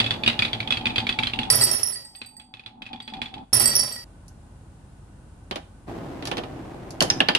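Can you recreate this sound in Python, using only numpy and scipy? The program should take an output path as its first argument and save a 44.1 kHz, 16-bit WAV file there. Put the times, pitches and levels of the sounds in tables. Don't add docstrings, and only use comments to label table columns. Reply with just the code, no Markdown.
import sys
import numpy as np
from scipy import signal
from scipy.fft import rfft, irfft
from scipy.io import wavfile
from scipy.ndimage import uniform_filter1d, minimum_filter1d

SR = 44100
rng = np.random.default_rng(int(sys.argv[2]) if len(sys.argv) > 2 else 0)


def generate_wav(signal):
    frames = np.transpose(np.atleast_2d(signal))
    scaled = np.clip(frames, -1, 1) * 32767
    pcm = np.round(scaled).astype(np.int16)
    wavfile.write(sys.argv[1], SR, pcm)


N = 325458
TIME = np.arange(N) / SR
RING = np.arange(SR // 2) / SR
BREAK_S = 4.042

# pitch in Hz, level in dB, t60 in seconds.
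FRAME_MODES = [(113.2, -3.5, 0.33), (231, -2, .12)]
# pitch in Hz, level in dB, t60 in seconds, left minus right in dB.
LOW_BELL = [(1922, -15, .2, 4), (4628, -2, .55, -1), (8189, -4, .28, -11), (8231, -3, .26, -11),
            (12618, -10, .2, -1)]
HIGH_BELL = [(5330, -6, .05, -5), (5465, -5, .15, -4), (5560, -4, .04, -10), (9933, -5.5, .3, -13),
             (13331, -15, .22, -5.5)]
# frequency in Hz, gain in dB.
HOUSING_COLOUR = [(50, -22.5), (115, 16), (180, 0), (440, 5), (1500, -2), (3200, -5.5), (13000, -7.5),
                  (14200, -37)]


def undb(db):
    return 10 ** (np.asarray(db) / 20)


def unit(x, size=N):
    return x / np.sqrt(np.mean(x[..., :size] ** 2))


def unit_hit(x):
    return unit(x, size=400)


def fade(t60):
    return np.exp(-np.log(1000) * RING / t60)


def swell(contact_s=.0002):
    return 1 - np.exp(-RING / contact_s)


def add(out, s, x):
    i = max(int(s * SR), 0)
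    out[:, i:i + x.shape[1]] += x[:, :N - i]


def convolve(x, response):
    return signal.fftconvolve(np.atleast_2d(x), np.atleast_2d(response), axes=1)[:, :x.shape[-1]]


def colour(x, points, size=2048):
    hz, db = np.transpose(points)
    grid = np.maximum(np.arange(size // 2 + 1) * SR / size, 1)
    gain = undb(np.interp(np.log(grid), np.log(hz), db))
    cepstrum = irfft(np.log(gain))
    cepstrum[1:size // 2] *= 2
    cepstrum[size // 2 + 1:] = 0
    return convolve(x, irfft(np.exp(rfft(cepstrum))))


def spread(pair, split_hz=900):
    side = signal.sosfilt(signal.butter(1, split_hz, "high", fs=SR, output="sos"), pair[1])
    return np.array([pair[0] + side, pair[0] - side])


def pan(db):
    return undb([[db / 2], [-db / 2]])


def from_right(x, lag_samples=20, left_db=-2.0):
    late = np.pad(x[0], (lag_samples, 0))[:x.shape[1]]
    return np.array([undb(left_db) * late, x[1]])


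def burst(t60, split_hz=900):
    return spread(rng.standard_normal((2, len(RING))), split_hz) * fade(t60)


def ring(modes, scatter_db=0, detune=.003, phase_spread=0.96):
    out = 0
    for hz, db, t60 in modes:
        size, shift = rng.standard_normal(2)
        offset = phase_spread * min(hz / 1000, 1) * rng.standard_normal((2, 1))
        tone = np.sin(2 * np.pi * hz * (1 + detune * shift) * RING + offset)
        out = out + rng.choice([-1, 1]) * undb(db + scatter_db * size) * tone * fade(t60)
    return out * swell()


def bumps(per_s, spread_db):
    size = undb(spread_db * rng.exponential(size=(2, N)).clip(0, 4))
    contacts = rng.random((2, N)) < per_s / SR
    return spread(contacts * size * rng.standard_normal((2, N)))


def crack(points, t60, tail_db, tail_t60, snap_db=8):
    snap = undb(snap_db) * burst(.005, split_hz=5000)
    return unit_hit(colour(snap + burst(t60) + undb(tail_db) * burst(tail_t60), points))


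def step_clacks(crack_db=-15, modes_db=-13, note_db=-12, note_t60=0.033, frame_db=-24):
    # start in seconds, level in dB, strongest note in Hz.
    clacks = [(0.0014, -2.5, 3440), (0.062, -10.5, 3370), (0.107, -7.5, 3393), (0.2353, -11.5, 2450),
              (0.262, -8.5, 2900), (0.2765, -0.5, 2830), (0.391, -5.5, 3390), (0.422, -5.5, 2320),
              (0.451, -11, 3470), (0.531, -11, 3270), (0.603, -13.5, 2310), (0.675, -17.5, 3160),
              (0.706, -8.5, 3380), (0.723, -8, 3340), (0.771, -13.5, 3220), (0.856, -10.5, 2530),
              (0.868, -9.5, 2440), (0.959, -9.5, 2500), (0.981, -6.5, 3210), (1.068, -12.5, 2310),
              (1.091, -6.5, 3410), (1.188, -7.5, 2340), (1.234, -9.5, 3320), (1.27, -11, 3180),
              (1.335, -14, 2770), (1.389, -10, 2830), (1.432, -16, 3350), (2.15, -18, 4570),
              (2.2161, -7, 2550), (2.398, -17, 3300), (2.539, -11.5, 3470), (2.595, -16.0, 2500),
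              (2.661, -9.5, 3440), (2.82, -9, 2550), (2.864, -10.5, 2580), (2.931, -9.5, 3390),
              (3.002, -11.5, 3400), (3.077, -10, 3360), (3.137, -10.5, 3410), (3.217, -2, 3420),
              (3.34, -16, 3420)]
    # frequency in Hz, gain in dB.
    crack_colour = [(100, -2.5), (1600, -2.5), (3500, 2.5), (4600, -6), (6000, -20.5), (11000, -25.5),
                    (14000, -52)]
    # pitch in Hz, level in dB, t60 in seconds.
    step_modes = [(2310, -2.5, 0.013), (2527, 0, 0.079), (3400, 3.5, .05), (3930, -0.5, 0.048),
                  (4535, -3, 0.045)]
    rebounds, mean_flight_s, rebound_db = 2, .028, -12
    out = np.zeros((2, N))
    for s, db, note_hz in clacks:
        for bounce in range(rebounds + 1):
            snap = undb(crack_db) * crack(crack_colour, 0.063, tail_db=-6.5, tail_t60=0.19, snap_db=0)
            wood = undb(modes_db) * unit_hit(ring(step_modes, scatter_db=4.0, detune=0.026))
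            note = undb(note_db) * unit_hit(ring([(note_hz, 0, note_t60)]))
            frame = undb(frame_db) * unit_hit(ring(FRAME_MODES, scatter_db=5.5))
            add(out, s, undb(db + bounce * rebound_db) * (from_right(snap + wood + note) + frame))
            s += mean_flight_s * (.5 + rng.random())
    return out


def roll_gain(runs):
    gain = 0
    for start, end, first_db, last_db in runs:
        level_db = np.interp(TIME, (start, end), (first_db, last_db))
        gain = gain + undb(level_db) * (TIME >= start) * (TIME < end)
    return uniform_filter1d(gain, size=800)


def rolling(track_db=2.5, hollow_db=-2, hum_db=3, wobble_db=3.5):
    # start and end in seconds, first and last level in dB.
    step_runs = [(0, 1.5, -43.5, -38.5), (2.0, 3.44, -46.5, -32)]
    upper_runs = [(0, 1.5, -37.5, -48)]
    curve_runs = [(5.875, 7.048, -39, -44), (7.016, 7.4, -34.5, -39)]
    # frequency in Hz, gain in dB.
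    track_colour = [(45, -28.5), (110, 2.5), (190, -5.5), (320, -2.5), (480, -10.5), (720, -7),
                    (1000, -15.5), (11000, -48)]
    # pitch in Hz, level in dB, t60 in seconds.
    curve_modes = [(324, 0, 0.017)]
    hum_modes = [(241.5, 3.5, 0.052), (772, -4, 0.13), (860, -3, 0.12)]
    rumble = unit(colour(bumps(5000, 0.99), track_colour)) * roll_gain(upper_runs + curve_runs)
    hollow = unit(convolve(bumps(1500, 1.7), ring(curve_modes)[0])) * roll_gain(curve_runs)
    hum = unit(convolve(bumps(1200, 3.0), ring(hum_modes)[0])) * roll_gain(step_runs)
    wobble = unit(uniform_filter1d(uniform_filter1d(rng.standard_normal(N), size=3000), size=2000))
    return undb(track_db) * rumble + undb(hollow_db) * hollow + undb(hum_db + wobble_db * wobble) * hum


def room_tone(air_db=-47.5, drone_db=-68, hum_db=-50, hum_hz=48.2):
    # frequency in Hz, gain in dB.
    air_colour = [(30, -20), (75, -1), (300, -14.5), (400, -23), (850, -25), (2200, -40.5), (5800, -46),
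                  (9600, -40.5), (12500, -61.5)]
    # pitch in Hz, level in dB, t60 in seconds.
    drone_modes = [(835, -2.5, .06), (1494, -2.5, .07), (2780, -4.5, .015)]
    air = unit(colour(spread(rng.standard_normal((2, N))), air_colour, size=8192))
    drone = unit(convolve(rng.standard_normal((2, N)), ring(drone_modes)))
    hum = np.sin(2 * np.pi * hum_hz * TIME)
    return undb(air_db) * air + undb(drone_db) * drone + undb(hum_db) * hum


def housing_rattle(rattle_db=8.5, shimmer_db=6, fall_db=28, fall_s=0.56):
    # start in seconds, level in dB.
    tumbles = [(1.501, -21), (3.529, -27)]
    gain = sum(undb(db - fall_db * ((TIME - s) / fall_s) ** 2) * (TIME >= s) for s, db in tumbles)
    rattle = unit(colour(convolve(bumps(900, 1.0), burst(0.056)[0]), HOUSING_COLOUR))
    jolts = bumps(600, 0.67)
    shake = unit(convolve(jolts, ring(FRAME_MODES)[0]))
    shimmer = 0
    for hz, db, t60, pan_db in LOW_BELL[:1] + HIGH_BELL:
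        mode = np.sin(2 * np.pi * hz * RING) * fade(t60)
        shimmer = shimmer + undb(db) * unit(convolve(jolts, mode)) * pan(pan_db)
    return gain * (undb(rattle_db) * rattle + shake + undb(shimmer_db) * shimmer)


def bell(accents, modes, level_db, buzz_db, buzz_t60):
    chatter, taps_per_s, pressed_t60 = 0.048, 350, 0.037
    upper_from_hz, choke_s, tick_db = 7000, .0033, -10
    out = np.zeros((2, N))
    ends = [row[0] for row in accents[1:]] + [N / SR]
    for (s, lower_db, upper_db), end in zip(accents, ends):
        strike = RING == 0
        taps = (rng.random(len(RING)) < taps_per_s / SR) * fade(buzz_t60)
        chime = 0
        for hz, db, t60, pan_db in modes:
            force = taps * rng.standard_normal(len(RING))
            tone = np.sin(2 * np.pi * (hz * RING + rng.random((2, 1)))) * swell()
            free = unit(convolve(strike + chatter * force, tone * fade(t60)), size=1000)
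            buzz = unit(convolve(strike + force, tone * fade(pressed_t60)), size=2000)
            accent_db = upper_db if hz > upper_from_hz else lower_db
            chime = chime + (free + undb(buzz_db) * buzz) * undb(db + accent_db) * pan(pan_db)
        choke = np.exp(-np.maximum(RING - (end - s), 0) / choke_s)
        tick = undb(upper_db + tick_db) * colour(burst(.014), HOUSING_COLOUR)
        add(out, s, undb(level_db) * chime * choke + tick)
    return out


def jingle(swing_from_s=2.049, swing_period_s=0.106, swing_db=-29, swing_count=4):
    # start in seconds, lower and upper partials in dB.
    low_accents = [(1.5015, -3, -7.5), (1.6116, -1, -1.5), (1.672, -7.5, -16.5), (1.924, -19.5, -20),
                   (1.958, -14.5, -37), (3.022, -29, -42), (3.532, -17.5, -18.5), (3.603, -14.5, -15.5),
                   (3.657, -9.5, -7), (3.712, -13.5, -25), (3.79, -12.5, -22), (3.922, -23, -25.5),
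                   (3.962, -21.5, -35)]
    high_strokes = [(1.502, -8, 2), (1.555, -15.5, 0.5), (1.6357, -8.5, 4), (1.7126, -6.5, 1.5),
                    (1.832, -9.5, 1), (3.532, -12, -1.5), (3.5975, -14, -2.5), (3.753, -7, -5),
                    (3.795, -10.5, -7)]
    swings = [(swing_from_s + k * swing_period_s, swing_db, swing_db) for k in range(swing_count)]
    low = sum(bell(accents, LOW_BELL, level_db=-6, buzz_db=-6, buzz_t60=0.14)
              for accents in (low_accents, swings))
    return low + bell(high_strokes, HIGH_BELL, level_db=-9.5, buzz_db=2.5, buzz_t60=.25)


def knock(db, bright_db, crack_db=-8, modes_db=-21, thud_db=-15, thud_per_dull=0.39, treble_db=12):
    # frequency in Hz, gain in dB.
    crack_colour = [(100, -15), (2000, -5.5), (3000, -2), (4500, -6), (8000, -22), (11000, -20.5),
                    (14500, -47)]
    thud_colour = [(60, -70), (120, 6.5), (250, 12.5), (750, 10.5), (2000, -6), (8000, -61)]
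    # pitch in Hz, level in dB, t60 in seconds.
    block_modes = [(820, 0.15, 0.19), (1760, -2.5, 0.17), (3155, 0, 0.2)]
    snap = undb(crack_db) * crack(crack_colour, 0.029, tail_db=-1.0, tail_t60=0.085)
    wood = undb(modes_db) * unit_hit(ring(block_modes, scatter_db=-4, detune=0.0054))
    hit = colour(snap + wood, [(3200, 0), (6000, bright_db + treble_db)])
    thud = undb(thud_db - thud_per_dull * bright_db) * unit_hit(colour(burst(0.14), thud_colour))
    return undb(db) * from_right(hit + thud)


def block_knocks(note_db=-8, note_t60=0.025, second_db=-3):
    # start in seconds, level in dB, brightness in dB.
    knocks = [(4.281, -61, 20.5), (5.511, -19.5, -17), (5.558, -21.5, -14.5), (6.225, -27.5, -19),
              (6.254, -26, -4.5), (6.272, -23.5, -6.5), (6.314, -17.5, -17), (6.37, -22, -13.5),
              (6.381, -21, -19), (6.436, -29, -19), (6.906, -44, 10.5), (7.0139, -14, -31),
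              (7.023, -15, 1.5)]
    # start in seconds, level of the notes in dB,
    # level of the knock in dB, brightness in dB, main note in Hz, second note in Hz.
    raps = [(7.0056, -6.5, -13.5, -2, 2950, 4370), (7.101, -4, -12.5, -12.5, 5180, 5920),
            (7.204, 0.5, -0.5, -26.5, 2830, 1710), (7.286, -2.5, 1, -24, 3120, 4720),
            (7.35, 1.5, -2, -16.5, 2840, 3120)]
    out = np.zeros((2, N))
    for s, db, bright_db in knocks:
        add(out, s, knock(db, bright_db))
    for s, db, knock_db, bright_db, main_hz, second_hz in raps:
        notes = unit_hit(ring([(main_hz, 0, note_t60), (second_hz, second_db, note_t60)]))
        add(out, s, undb(db + note_db) * from_right(notes) + knock(knock_db, bright_db, thud_db=-24))
    return out


def in_room(dry, wet_db=-14, room_t60=0.33):
    walls = burst(room_t60) * np.clip(RING / 0.0043 - .5, 0, 1)
    return dry + undb(wet_db) * convolve(dry, walls / np.sqrt(np.sum(walls ** 2) / 2))


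def gain_control(x, ceiling_db=-13, hold_s=1.287, recover_db_per_s=16):
    power = uniform_filter1d(np.mean(x ** 2, axis=0), size=768, origin=200)
    excess_db = 10 * np.log10(np.maximum(power / undb(ceiling_db) ** 2, 1))
    half = int(hold_s * SR / 2)
    held_db = -minimum_filter1d(-excess_db, 2 * half + 1, origin=half, mode="constant")
    ramp_db = recover_db_per_s * TIME[:len(power)]
    return x * undb(ramp_db - np.maximum.accumulate(held_db + ramp_db))


def scene():
    before_break = uniform_filter1d(1. * (TIME < BREAK_S), size=128)
    descents = before_break * in_room(step_clacks() + jingle() + housing_rattle())
    return descents + in_room(rolling() + block_knocks()) + room_tone()


def record(dry):
    parts = np.split(dry, [int(BREAK_S * SR)], axis=1)
    levelled = np.hstack([gain_control(part) for part in parts])
    top_cut = signal.ellip(8, .2, 70, 14100, fs=SR, output="sos")
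    return signal.sosfilt(top_cut, np.tanh(levelled))


dry = scene()
out = record(dry)
generate_wav(out)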